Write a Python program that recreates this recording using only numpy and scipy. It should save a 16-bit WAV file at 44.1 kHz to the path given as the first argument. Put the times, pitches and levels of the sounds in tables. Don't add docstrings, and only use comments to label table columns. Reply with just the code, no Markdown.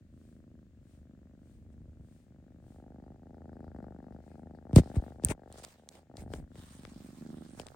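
import sys
import numpy as np
from scipy import signal
from scipy.fft import rfft, irfft, next_fast_len
from scipy.io import wavfile

SR = 44100
rng = np.random.default_rng(int(sys.argv[2]) if len(sys.argv) > 2 else 0)


def unload_audio(sound):
    columns = np.transpose(np.atleast_2d(sound))
    steps = np.round(np.clip(columns, -1, 1) * 32767)
    wavfile.write(sys.argv[1], SR, steps.astype(np.int16))


N = 341775
TIME = np.arange(N) / SR
SIZE = next_fast_len(N + SR // 2)
FREQS = np.maximum(np.arange(SIZE // 2 + 1) * SR / SIZE, 1)

# frequency in Hz, relative level in dB.
ROOM_SPECTRUM = [(20, -26), (45, -8), (70, 1), (220, -3), (400, -22.5), (800, -35.5), (1700, -27),
                 (3000, -32.5), (5500, -37.5), (7000, -36.5), (8700, -46.5), (15000, -39)]
ROOM_DB, ECHO_DB, ROOM_T60_S = -66.5, -14.5, .2
# frequency in Hz, correlation from 0 to 1.
LIKENESS = [(60, 0.92), (300, 0.95), (700, 1), (1500, 0), (15000, 0.15)]

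# start in seconds, end in seconds, level in dB.
JOSTLES = [(0, 4.7, -60), (1.53, 2.05, -60.5), (4.75, 5.35, -54.5), (5.5, 5.6, -61), (6.19, 6.42, -46.5),
           (6.499, 8.2, -61)]
JOSTLE_ATTACK_S, JOSTLE_RELEASE_S = 0.037, 0.016
# frequency in Hz, relative level in dB.
RUMBLE_SPECTRUM = [(20, -20), (45, -3), (80, 0.5), (160, -10), (300, -18), (700, -38.5), (2000, -62.5)]

# middle in seconds, half length in seconds, level in dB.
STROKES = [(0.27, .13, -77.5), (0.928, 0.085, -76), (1.51, 0.1, -78), (2.147, 0.12, -76.5),
           (2.722, 0.096, -75.5)]
# frequency in Hz, relative density in dB per Hz.
STROKE_SPECTRUM = [(300, -4), (1500, 4.5), (9000, -1), (15000, -1.5)]

# start in seconds, end in seconds, level at the start in dB.
RUBS = [(4.77, 5.081, -66.5), (5.546, 5.716, -61.5), (6.575, 7.75, -61)]
RUB_ATTACK_S, RUB_RELEASE_S, RUB_SLOPE_DB_PER_S = 0.033, 0.062, -6
# frequency in Hz, relative density in dB per Hz.
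RUB_SPECTRUM = [(500, 0), (1000, 8.5), (1800, 5.5), (2600, 1.5), (3500, 4), (5500, 1.5), (9500, -4),
                (14000, -4)]
# middle in seconds, half length in seconds, level in dB,
# left over right in dB.
SCUFFS = [(1.729, 0.014, -78, 8), (4.308, 0.11, -74, 5.5), (4.761, 0.0019, -24, 1.5),
          (4.78, 0.017, -34.5, 2), (4.963, 0.014, -53.5, 5), (5.262, 0.026, -50.5, -2.5),
          (5.308, 0.014, -36.5, 5), (5.587, 0.011, -53.5, 1), (5.64, 0.0053, -45.5, -2),
          (5.959, 0.049, -60, -4), (6.2, 0.0301, -55.5, -3.5), (6.358, 0.043, -54.5, -1),
          (7.599, 0.025, -57, -5.5)]
# frequency in Hz, relative density in dB per Hz.
SCUFF_SPECTRUM = [(150, 9.5), (650, 15.5), (1150, 6), (2000, 7.5), (2800, 1), (5000, 1.5), (15000, -4.5)]

# start in seconds, peak in dB before the contact filter,
# pitch of the damped swing in Hz.
BUMPS = [(1.514, -46, 63.6), (1.802, -37.5, 78), (1.878, -36, 66), (1.995, -37, 73), (2.648, -40, 84),
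         (4.73, -11.5, 97), (4.7611, 4, 129), (4.782, -4.5, 285), (4.793, -9, 157), (4.964, -9.5, 68.5),
         (5.236, -18, 218), (5.248, -20, 81), (5.288, -21.5, 117), (5.309, -16.5, 353), (6.315, -34, 171),
         (6.335, -23.5, 405), (6.395, -31.5, 109.6), (6.554, -38.5, 480), (6.577, -34, 100),
         (6.85, -34, 605), (7.597, -25.5, 605), (7.664, -34.5, 800), (7.744, -33.5, 908)]
# start in seconds, peak in dB, left over right in dB,
# ring in Hz.
TICKS = [(4.7308, -49.5, 16.5, 4000), (4.7642, -24.5, 12, 3830), (5.237, -34.5, 6.5, 3460),
         (5.2863, -29, 9, 5280), (5.5256, -39.5, -1.5, 4900), (5.6484, -29, -8.5, 5850),
         (5.8891, -32, -8.5, 6100), (6.1695, -35, 4.5, 5020), (6.3367, -32.5, 9, 2580),
         (6.5553, -47, -5, 1940), (6.8511, -39, 15.5, 1980), (7.5975, -32.5, 10.5, 3980),
         (7.6153, -44.5, 13, 4070), (7.6672, -39.5, 12.5, 5100), (7.685, -40.5, 7, 3970)]
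SNAP_S, SNAP_RISE_S, SNAP_RINGS = 5.2486, .00013, [(9000, -8), (14300, -15.5)]

# first beat in seconds,
# last beat in seconds, number of beats, effort in dB.
BREATHS = [(.008, .048, 2, 2), (.088, .653, 16, 1.5), (.692, 1.536, 22, -2), (1.574, 2.226, 18, -1.5),
           (2.265, 3.1435, 23, 1.5), (3.182, 3.704, 15, -0.5), (3.7465, 4.187, 12, 2.5),
           (4.226, 4.613, 11, -0.5), (4.653, 5.105, 12, 3.5), (5.146, 5.337, 6, 0), (5.378, 5.664, 8, 0.5),
           (5.705, 6.057, 10, -7.5), (6.098, 6.425, 9, 3), (6.464, 6.665, 6, 0), (6.706, 7.129, 11, 0.5),
           (7.170, 7.448, 8, 1.5), (7.490, 7.745, 7, -1.5)]
PUFF_GAP_S = (.0158, .0125)
ONSET_DB, SLOPE_DB_PER_S, END_DB = (-3, -6.5), (3.5, -1.5), (-4.5, -6)
ATTACK_S, RELEASE_S = 0.026, .03
SECOND_HUM_DB, SECOND_CHEST_DB = (-5.5, -10.5), (-9.5, 1)
SECOND_THROAT_DB, SECOND_NOSE_DB = (-0.5, 3), (5.5, 18)
HUM_ROUGH, CHEST_ROUGH, THROAT_ROUGH, NOSE_ROUGH = .15, .27, .15, .5
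# time in seconds, gain from nearness in dB.
NEARNESS = [(0, -1.5), (.8, -0.5), (1.1, 3), (1.6, -0.5), (2.6, -1.5), (3.3, 3.5), (3.76, 12.5), (3.95, 4),
            (4.9, 8.5), (5.6, 8), (6.3, 4.5), (7.75, 1.5)]
# time in seconds, facing the microphone from 0 to 1, left over right in dB.
HEAD_POSE = [(0, 0, 0.5), (2.6, 0.5, 3), (2.78, 1, 0), (3.5, 0.86, 3.5), (5.1, .95, 4), (5.7, 0.8, 0.5),
             (6.35, .95, 2), (6.5, .3, 7.5), (7.2, 0.6, -10.5), (7.75, 1, -19.5)]
# middle in seconds, half length in seconds,
# change in dB.
BODY_HIDDEN = [(5.684, 0.43, -12), (7.75, 0.11, -21.5)]
# frequency in Hz, relative level in dB.
HUM_SPECTRUM = [(25, -31.5), (50, 6.5), (82, 20), (120, 7), (180, -13.5), (300, -68.5)]
# frequency in Hz, relative level in dB.
CHEST_SPECTRUM = [(60, -28.5), (130, -1), (185, 2), (238, 4.5), (300, -1), (400, -13.5), (600, -64.5)]
# frequency in Hz, relative level in dB.
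THROAT_AVERTED_SPECTRUM = [(250, -11.5), (380, -11), (480, 3), (560, 5), (680, -0.5), (820, -18.5),
                           (1100, -26.5), (1600, -69.5)]
# frequency in Hz, relative level in dB.
THROAT_FACING_SPECTRUM = [(250, -6), (400, -.5), (620, 1), (780, 0.5), (890, -6.5), (1020, -31.5),
                          (1600, -64.5)]
# frequency in Hz, relative level in dB.
NOSE_SPECTRUM = [(750, -23), (1100, -3), (1450, -1), (1850, -4.5), (2250, -22.5), (2900, -47)]
# frequency in Hz, relative level in dB.
RASP_SPECTRUM = [(2000, -11.5), (3200, -12), (4800, -1.5), (6500, -18)]
HUM_DB, CHEST_DB, THROAT_DB, NOSE_DB = -64.5, -58.5, -74.5, -86.5
THROAT_FACING_DB, NOSE_FACING_DB = 11, 4
HUM_FOLLOWS, CHEST_FOLLOWS, NOSE_FOLLOWS = 1, 0.86, 1.05
BODY_PAN_SHARE, NOSE_PAN_SHARE = 0.27, 2.1
FLANK_START_S, FLANK_END_S, FLANK_FADE_S, FLANK_CHEST_DB, FLANK_HUM_DB = 7.16, 7.46, 0.22, 9.5, -6.5

# frequency in Hz, gain in dB.
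PORT_RESPONSE = [(6000, -0.5), (7500, 3), (8700, 7.5), (10100, 0.5), (11000, -19), (11500, -18.5),
                 (12300, -4.5), (14800, -2.5)]
# frequency in Hz, phase in radians.
PORT_PHASE = [(250, 0.2), (600, 0.53), (1500, 0.28), (9000, 0.97)]
# frequency in Hz, level in dB.
PORT_BALANCE = [(60, 0.9), (650, 0), (1000, 4), (7300, 3.5), (9000, 0.5)]
CUTOFF_HZ = 16300


def from_db(db):
    return 10 ** (np.asarray(db) / 20)


def rms_one(x):
    return x / np.sqrt(np.mean(x ** 2) + 1e-30)


def in_time(rows):
    seconds, *columns = np.transpose(rows)
    return [np.interp(TIME, seconds, column) for column in columns]


def over_hz(points):
    hz, value = np.transpose(points)
    return np.interp(np.log(FREQS), np.log(hz), value)


def filtered(x, response):
    return irfft(rfft(x, SIZE) * response, SIZE)[..., :N]


def coloured(x, points):
    return rms_one(filtered(x, from_db(over_hz(points))))


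def panned(x, db):
    return x * from_db(np.array([[.5], [-.5]]) * db)


def stereo_noise():
    mid, side = rng.standard_normal((2, N))
    alike = over_hz(LIKENESS)
    shared = filtered(mid, np.sqrt(1 + alike))
    opposed = filtered(side, np.sqrt(1 - alike))
    return shared + opposed * [[1], [-1]]


def add(out, s, sound):
    at = round(s * SR)
    out[..., at:at + sound.shape[-1]] += sound[..., :N - at]


def swell(middle, half_length):
    return np.exp(-np.minimum(((TIME - middle) / half_length) ** 2, 30))


def held(start, end, attack_s, release_s):
    before = np.maximum(start - TIME, 0) / attack_s
    after = np.maximum(TIME - end, 0) / release_s
    return np.exp(-np.minimum(before + after, 30))


def wobble(step_s):
    return np.interp(TIME, np.arange(N) * step_s, rng.standard_normal(N))


def patchy(x, patchy_db, step_s):
    band = np.clip(np.floor(2 * np.log2(FREQS / 700)), 0, 8)
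    return sum(filtered(x, band == k) * from_db(patchy_db * wobble(step_s)) for k in np.unique(band))


def hush():
    return from_db(ROOM_DB) * coloured(stereo_noise(), ROOM_SPECTRUM)


def room(x):
    t = TIME[:SR // 4]
    tail = rng.standard_normal((2, len(t))) * from_db(-60 * t / ROOM_T60_S) * (t > .004)
    tail /= np.sqrt(np.sum(tail ** 2) / 2)
    return signal.fftconvolve(x, tail, axes=1)[:, :N]


def rumble():
    motion = sum(from_db(db) * held(start, end, JOSTLE_ATTACK_S, JOSTLE_RELEASE_S)
                 for start, end, db in JOSTLES)
    return motion * coloured(stereo_noise(), RUMBLE_SPECTRUM)


def strokes(pan_db):
    pressure = sum(from_db(db) * swell(s, half) for s, half, db in STROKES)
    return panned(pressure, pan_db) * coloured(stereo_noise(), STROKE_SPECTRUM)


def fur(grain_db, grain_s, pan_db):
    grains = patchy(stereo_noise(), patchy_db=2.5, step_s=0.036) * from_db(grain_db * wobble(grain_s))
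    rubbing = 0
    for start, end, db in RUBS:
        level_db = db + RUB_SLOPE_DB_PER_S * np.clip(TIME - start, 0, end - start)
        rubbing = rubbing + from_db(level_db) * held(start, end, RUB_ATTACK_S, RUB_RELEASE_S)
    scuffs = sum(panned(from_db(db) * swell(s, half), pan) for s, half, db, pan in SCUFFS)
    return panned(rubbing, pan_db) * coloured(grains, RUB_SPECTRUM) + scuffs * coloured(grains, SCUFF_SPECTRUM)


def ring(hz, q):
    cycles = hz * TIME[:SR // 8]
    swing = np.sin(2 * np.pi * cycles) * np.exp(-np.pi * cycles / q)
    return swing / swing.max()


def bumps(q, low_cut_hz, soft_hz):
    out = np.zeros(N)
    for s, db, hz in BUMPS:
        add(out, s, from_db(db) * ring(hz, q))
    contact_filter = signal.butter(2, [low_cut_hz, soft_hz], "band", fs=SR, output="sos")
    return signal.sosfilt(contact_filter, out)


def ticks(ring_s, scratch_s, scratch_share):
    out, t = np.zeros((2, N)), TIME[:SR // 100]
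    for s, db, pan_db, hz in TICKS:
        scratch = rng.standard_normal(len(t)) * np.exp(-t / scratch_s)
        contact = (t == 0) + scratch_share * scratch
        tick = np.convolve(contact, np.sin(2 * np.pi * hz * t) * np.exp(-t / ring_s))
        add(out, s, panned(from_db(db) * tick / np.abs(tick).max(), pan_db))
    return out


def snap():
    out, t = np.zeros(N), TIME[:SR // 200]
    rings = sum(from_db(db) * np.sin(2 * np.pi * hz * t) for hz, db in SNAP_RINGS)
    envelope = (t / SNAP_RISE_S) * np.exp(1 - t / SNAP_RISE_S)
    add(out, SNAP_S, rings * envelope)
    return out


def beats(jitter_s):
    rows = []
    for k, (first, last, count, effort_db) in enumerate(BREATHS):
        inward = k % 2
        for s in np.linspace(first, last, round(count)):
            onset = ONSET_DB[inward] * np.exp((first - s) / ATTACK_S)
            slope = SLOPE_DB_PER_S[inward] * (s - (first + last) / 2)
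            ending = END_DB[inward] * np.exp((s - last) / RELEASE_S)
            rows.append((s, s + PUFF_GAP_S[inward], inward, effort_db + onset + slope + ending))
    rows = np.array(rows)
    times = rows[:, :2] + jitter_s * rng.standard_normal((len(rows), 2))
    return times, rows[:, 2].astype(int), from_db(rows[:, -1])


def puffs(rhythm, second_db, uneven_db, rough, hiss_s):
    times, inward, strength = rhythm
    second = from_db(second_db)[inward]
    sizes = np.stack([np.ones_like(second), second], axis=1) * (strength / np.hypot(1, second))[:, None]
    train = np.zeros(SIZE)
    train[np.abs(times * SR).astype(int)] = sizes * from_db(uneven_db * rng.standard_normal(times.shape))
    train = train[:N]
    fade = np.exp(-1 / (hiss_s * SR))
    wisp = np.sqrt(signal.lfilter([1 - fade], [1, -fade], train ** 2 + 1e-18))
    return train + rough * wisp * rng.standard_normal(N)


def purr():
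    near_db, = in_time(NEARNESS)
    facing, pan_db = in_time(HEAD_POSE)
    body_db = sum(db * swell(s, half) for s, half, db in BODY_HIDDEN)
    flank = held(FLANK_START_S, FLANK_END_S, FLANK_FADE_S, FLANK_FADE_S)
    hum_db = HUM_DB + HUM_FOLLOWS * near_db + body_db + FLANK_HUM_DB * flank
    chest_db = CHEST_DB + CHEST_FOLLOWS * near_db + body_db + FLANK_CHEST_DB * flank
    throat_db = THROAT_DB + near_db + THROAT_FACING_DB * facing
    nose_db = NOSE_DB + NOSE_FOLLOWS * near_db + NOSE_FACING_DB * facing

    rhythm = beats(jitter_s=.0003)
    hum_puffs = puffs(rhythm, SECOND_HUM_DB, uneven_db=3.5, rough=HUM_ROUGH, hiss_s=.008)
    chest_puffs = puffs(rhythm, SECOND_CHEST_DB, uneven_db=0.96, rough=CHEST_ROUGH, hiss_s=0.0071)
    throat_puffs = puffs(rhythm, SECOND_THROAT_DB, uneven_db=.9, rough=THROAT_ROUGH, hiss_s=0.0019)
    nose_puffs = puffs(rhythm, SECOND_NOSE_DB, uneven_db=0.1, rough=NOSE_ROUGH, hiss_s=.0013)
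    rasp_puffs = puffs(rhythm, SECOND_NOSE_DB, uneven_db=6, rough=9.2, hiss_s=0.014)

    hum = from_db(hum_db) * coloured(hum_puffs, HUM_SPECTRUM)
    chest = from_db(chest_db) * coloured(chest_puffs, CHEST_SPECTRUM)
    averted = (1 - facing) * coloured(throat_puffs, THROAT_AVERTED_SPECTRUM)
    frontal = facing * coloured(throat_puffs, THROAT_FACING_SPECTRUM)
    throat = from_db(throat_db) * (averted + frontal)
    nose = coloured(nose_puffs, NOSE_SPECTRUM)
    rasp = from_db(-14) * facing * coloured(rasp_puffs, RASP_SPECTRUM)
    nostrils = from_db(nose_db) * (nose + rasp)

    body = panned(hum + chest, BODY_PAN_SHARE * pan_db)
    return body + panned(throat, pan_db) + panned(nostrils, NOSE_PAN_SHARE * pan_db)


def scene():
    kitten = purr()
    knocks = bumps(q=1.0, low_cut_hz=66, soft_hz=800)
    touches = knocks + ticks(ring_s=.00009, scratch_s=0.00096, scratch_share=0.23) + snap()
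    rubbing = strokes(pan_db=2.0) + fur(grain_db=3.0, grain_s=.0012, pan_db=-4.5)
    return kitten + from_db(ECHO_DB) * room(kitten) + touches + rubbing + rumble() + hush()


def record(dry):
    lag_cycles, knee_hz = 1.2, 15
    lag = np.exp(-2j * np.pi * lag_cycles * np.log(1 + FREQS / knee_hz))
    phase = np.exp(1j * over_hz(PORT_PHASE) * np.array([[.5], [-.5]]))
    mismatch = panned(phase, over_hz(PORT_BALANCE))
    heard = filtered(dry, lag * mismatch * from_db(over_hz(PORT_RESPONSE)))
    top_cut = signal.ellip(10, .2, 80, CUTOFF_HZ, fs=SR, output="sos")
    return signal.sosfilt(top_cut, heard)


dry = scene()
out = record(dry)
unload_audio(out)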